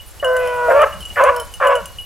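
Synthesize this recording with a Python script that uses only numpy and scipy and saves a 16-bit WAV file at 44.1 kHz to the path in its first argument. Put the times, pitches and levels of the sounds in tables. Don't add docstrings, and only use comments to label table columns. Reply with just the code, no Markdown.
import sys
import numpy as np
from scipy import signal
from scipy.fft import rfft, irfft
from scipy.io import wavfile

SR = 44100
rng = np.random.default_rng(int(sys.argv[2]) if len(sys.argv) > 2 else 0)


def to_wav(s):
    ch = np.atleast_2d(s).T
    pcm = np.round(np.clip(ch, -1, 1) * 32767)
    wavfile.write(sys.argv[1], SR, pcm.astype(np.int16))


N = 90404

JITTER_HZ = 130
ATTACK_S, RELEASE_S = .003, .009
CLINK_HZ = (4400, 13500)
RING_T60_S = .095


def amp(db):
    return 10 ** (np.asarray(db) / 20)


def unit(x):
    return x / np.sqrt(np.mean(x ** 2) + 1e-20)


def add(mix, s, sound):
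    part = mix[max(round(s * SR), 0):][:len(sound)]
    part += sound[:len(part)]


def decay(t, t60):
    return np.exp(-np.log(1000) * t / t60)


def per_bin(points, **ends):
    hz, value = np.transpose(points)
    bins_hz = np.fft.rfftfreq(N, 1 / SR)
    return np.interp(np.log(bins_hz + 1), np.log(hz + 1), value, **ends)


def drift(n, hz):
    lowpass = np.exp(-(np.fft.rfftfreq(N, 1 / SR) / hz) ** 2)
    return unit(irfft(rfft(rng.standard_normal(N)) * lowpass, N))[:n]


def tract(hz, throat_db, mouth_hz, mouth_db, treble_db):
    treble_hz = 2352

    def hump(centre, width):
        return np.exp(-.5 * ((hz - centre) / width) ** 2)

    rasp = amp(-28) * (hz > treble_hz) * treble_hz / (hz + 1)
    treble = hump(treble_hz, 513) + rasp
    throat = amp(throat_db) * hump(604, 77.9)
    return throat + amp(mouth_db) * (hump(mouth_hz, 320.6) + amp(treble_db) * treble)


def hoarse(hz, rough, blur_hz):
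    return 1 - (1 - rough) / (1 + (hz / blur_hz) ** 6)


def vocal_folds(phase, pitch, rough, shape, flutter, blur_hz):
    flutter_hz = 150.4
    n = len(phase)
    slow = 2 * np.pi * np.cumsum(flutter_hz * (1 + .2 * drift(n, JITTER_HZ))) / SR
    folds = np.zeros(n)
    for k in range(1, 8):
        turn = k * phase + k ** 2
        tonal = np.sqrt(1 - hoarse(k * pitch, rough, blur_hz) ** 2)
        folds += tonal * tract(k * pitch, *shape) * np.cos(turn)
        for side in (-1, 1):
            depth = side * flutter / 2 * np.sqrt(1 - rough ** 2)
            folds += depth * tract(k * pitch + side * flutter_hz, *shape) * np.cos(turn + side * slow)
    return folds


def breath(phase, pitch, rough, t, shape, blur_hz):
    n = len(t)
    puffs = unit(1 + np.cos(phase)) * rng.standard_normal(N)[:n]
    puffs *= np.sqrt(SR / 2 / pitch)
    hz, frames, z = signal.stft(puffs, SR, nperseg=512)
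    frame_shape = [np.interp(frames, t, c) for c in shape]
    z *= hoarse(hz[:, None], np.interp(frames, t, rough), blur_hz)
    z *= tract(hz[:, None], *frame_shape)
    return signal.istft(z, SR)[1][:n]


def call(curve, treble, onset_rough, held_rough, settle_s, jitter, flutter, blur_hz):
    times, *columns = np.transpose(curve)
    s = np.arange(times[0], times[-1], 1 / SR)
    t, n = s - s[0], len(s)
    pitch, *shape = [np.interp(s, times, c) for c in columns]
    shape.append(np.interp(s, *np.transpose(treble)))
    settling = np.exp(-(t / settle_s) ** 2)
    rough = np.clip(held_rough + (onset_rough - held_rough) * settling, 0, 1)
    phase = 2 * np.pi * np.cumsum(pitch * (1 + jitter * drift(n, JITTER_HZ))) / SR
    folds = vocal_folds(phase, pitch, rough, shape, flutter, blur_hz)
    air = breath(phase, pitch, rough, t, shape, blur_hz)
    gate = np.minimum(t / ATTACK_S, 1) * np.minimum((t[-1] - t) / RELEASE_S, 1)
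    unsteady = amp(2 * rough * drift(n, JITTER_HZ / 2))
    return s[0], gate * unsteady * (np.sqrt(2) * folds + air)


def bawling_hound():
    # (time [s], pitch [Hz], throat resonance [dB],
    # mouth resonance [Hz], mouth resonance [dB])
    bawls = [
        [(.225, 606.2, -16.5, 1510, -25), (.25, 515.5, -12.5, 1330, -23), (.31, 506.5, -8, 1250, -22.5),
         (.365, 507.4, -10, 1380, -21), (.44, 497, -12, 1200, -28), (.57, 489.8, -18.5, 1080, -24),
         (.675, 484.7, -11.5, 1192, -19.5), (.88, 424.9, -14.5, 1110, -27)],
        [(1.165, 486.6, -22, 1230, -22.5), (1.255, 501, -18, 1020, -18.5), (1.39, 483.8, -18, 1080, -29),
         (1.435, 459.5, -19.5, 1230, -37.5)],
        [(1.61, 547.7, -12.5, 1355, -22.5), (1.66, 508.4, -18.5, 1104, -15), (1.755, 496, -12.5, 1156, -23),
         (1.818, 446, -22, 1200, -37)],
    ]
    # (time [s], level [dB])
    treble = [(.33, -37), (.43, -9), (.66, -23)]
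    out = np.zeros(N)
    for curve in bawls:
        add(out, *call(curve, treble, onset_rough=.87, held_rough=.12, settle_s=.026,
                       jitter=.0043, flutter=.31, blur_hz=2400))
    return out


def chopping_hound():
    # (time [s], pitch [Hz], throat resonance [dB],
    # mouth resonance [Hz], mouth resonance [dB])
    chops = [
        [(.682, 672.2, -11, 1398, -31), (.70, 704.7, -4.5, 1610, -25.5), (.713, 545.4, -5, 1430, -17),
         (.737, 543.9, -4, 1250, -23.5), (.805, 591.3, -11.5, 1220, -14.5), (.831, 627.2, -14.5, 1230, -12.5),
         (.85, 510, -5, 1290, -8)],
        [(1.157, 620.2, -32, 1894, -31.5), (1.18, 585.6, -19.5, 1610, -19.5), (1.21, 523.4, -10.5, 1100, -11),
         (1.24, 569.6, -9, 1220, -22), (1.262, 521.4, -14.5, 1080, -15.5), (1.297, 578, -17, 1190, -10.5),
         (1.32, 530, -9.5, 1180, -41)],
        [(1.60, 543.7, -68, 1077, -20.5), (1.615, 596.4, -24, 1330, -17), (1.64, 566.5, -17.5, 1380, -16),
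         (1.686, 551.6, -11, 1060, -21), (1.73, 543.4, -20, 1090, -14), (1.79, 580, -22.5, 1240, -68)],
    ]
    treble = [(0, -16)]  # constant, dB against the mouth resonance
    out = np.zeros(N)
    for curve in chops:
        add(out, *call(curve, treble, onset_rough=.8, held_rough=.27, settle_s=.075,
                       jitter=.03, flutter=.22, blur_hz=2900))
    return out


def strike(t, modes, upper_db):
    tick_db, tick_s = 3, .0047
    twin_spread_hz, hum_t60_s = 17.1, .26
    (hum_hz, hum_db), *upper = modes
    tick = signal.lfilter(*signal.butter(2, CLINK_HZ, 'band', fs=SR), rng.standard_normal(len(t)))
    ring = amp(tick_db + upper_db) * np.exp(-t / tick_s) * tick
    ring += amp(hum_db) * decay(t, RING_T60_S) * np.sin(2 * np.pi * hum_hz * t)
    twin_hz = hum_hz + twin_spread_hz * rng.standard_normal()
    ring += amp(hum_db) * decay(t, hum_t60_s) * np.sin(2 * np.pi * twin_hz * t)
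    for hz, db in upper:
        hard, damp, tune = rng.standard_normal(3)
        fade = decay(t, RING_T60_S * amp(2 * damp))
        tone = np.sin(2 * np.pi * hz * (1 + .00475 * tune) * t)
        ring += amp(db + upper_db + 2 * hard) * fade * tone
    return ring


def bell(modes, strikes):
    t, out = np.arange(SR // 2) / SR, np.zeros(N)
    for s, level_db, upper_db in strikes:
        ring = strike(t, modes, upper_db)
        chatter = amp(2 * drift(len(t), JITTER_HZ))
        rise = np.minimum(t / ATTACK_S * 2, 1)
        add(out, s, amp(level_db) * chatter * rise * ring)
    return out


def low_bell():
    # (frequency [Hz], level [dB])
    modes = [(2915, 6.5), (6205, -10), (7400, -5), (9565, -4), (10510, -6)]
    # (time [s], level [dB], tick and upper modes [dB])
    strikes = [(0.0, -46.5, -20), (0.198, -42.5, -16), (0.2444, -30.5, -0.5), (0.365, -40.5, 9),
               (0.8163, -37.5, 3), (0.926, -40, -9), (1.027, -41.5, -2), (1.052, -36, 0.5),
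               (1.102, -40.5, -14), (1.237, -45.5, 18), (1.538, -42.5, 8), (1.67, -32.5, 0),
               (1.753, -31.5, 2), (1.856, -41, 14), (1.985, -34, -10)]
    return bell(modes, strikes)


def high_bell():
    # (frequency [Hz], level [dB])
    modes = [(3040, 3.5), (5350, -7.5), (7640, -13.5), (10690, -1.5), (12880, -11)]
    # (time [s], level [dB], tick and upper modes [dB])
    strikes = [(0.473, -40, 3.7), (1.005, -36.5, 3), (1.362, -41.5, 12.5), (1.398, -34.5, 8)]
    return bell(modes, strikes)


def tags():
    ticks_per_s, loudest_db = 50, -42.5
    t, out = np.arange(SR // 10) / SR, np.zeros(N)
    for when, size, *tunes in rng.random((round(ticks_per_s * N / SR), 4)):
        ring = np.zeros(len(t))
        for u in tunes:
            hz = np.interp(np.sqrt(u), [0, 1], CLINK_HZ)
            ring += np.sin(2 * np.pi * hz * t)
        level = amp(loudest_db + 10 * (size - 1))
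        add(out, when * N / SR, level * decay(t, RING_T60_S) * ring)
    return out


def glides(starts, from_hz, to_hz, db):
    glide_s = .049
    t, out = np.arange(0, glide_s, 1 / SR), np.zeros(N)
    swell = np.sin(np.pi * t / glide_s)
    for s in starts:
        add(out, s, amp(db) * swell * signal.chirp(t, from_hz, glide_s, to_hz))
    return out


def low_thumps():
    return glides([.94, .98, 1.81], from_hz=227, to_hz=131, db=-38)


def far_bird():
    return glides([1, 1.915], from_hz=4650, to_hz=3940, db=-50)


def echo(x):
    taps_per_s, rise_s, t60_s = 1500, .025, .43
    t = np.arange(SR) / SR
    taps = rng.standard_normal(SR) * (rng.random(SR) < taps_per_s / SR)
    taps *= np.minimum(t / rise_s, 1) * decay(t, t60_s)
    band = signal.butter(1, [834, 4440], 'band', fs=SR)
    taps = signal.lfilter(*band, taps / np.linalg.norm(taps))
    return amp(-11.5) * signal.fftconvolve(x, taps)[:N]


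def ports(x):
    # (frequency [Hz], phase [rad])
    lead = [(0, 0), (260, -0.92), (1810, -0.28)]
    turn = np.exp(.5j * per_bin(lead) * np.array([[1], [-1]]))
    return irfft(rfft(x) * turn, N)


def hiss(spectrum, likeness):
    colour = amp(per_bin(spectrum, right=-100))
    mid, side = irfft(rfft(rng.standard_normal((2, N))) * colour, N)
    c = np.clip(likeness, -1, 1)
    return unit(np.sqrt(1 + c) * mid + np.sqrt(1 - c) * side * np.array([[1], [-1]]))


def open_air():
    # (frequency [Hz], relative density [dB per Hz])
    wind = [(12, -12), (25, 1.5), (65, 8.5), (130, -6), (250, -14.5)]
    field = [(250, -2), (550, 3.5), (3500, -5), (11000, -7.5), (16000, -15.5)]
    # (time [s], level [dB])
    gusts = [(0, -2), (.75, 4), (2.05, -0.5)]
    breeze = np.interp(np.arange(N) / SR, *np.transpose(gusts))
    rumble = hiss(wind, likeness=-.23) * amp(-40 + breeze + 2 * drift(N, 38))
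    rustle = hiss(field, likeness=.72) * amp(-45 + breeze + drift(N, 15))
    return rumble + rustle


def scene():
    direct = bawling_hound() + chopping_hound()
    direct += low_bell() + high_bell() + tags()
    direct += low_thumps() + far_bird()
    return ports(direct + echo(direct)) + open_air()


def record(dry):
    held = dry / (1 + dry ** 8) ** (1 / 8)
    lowpass = signal.firwin(511, 16100, window=("kaiser", 9), fs=SR)
    return signal.oaconvolve(held, lowpass[None], "same")


dry = scene()
out = record(dry)
to_wav(out)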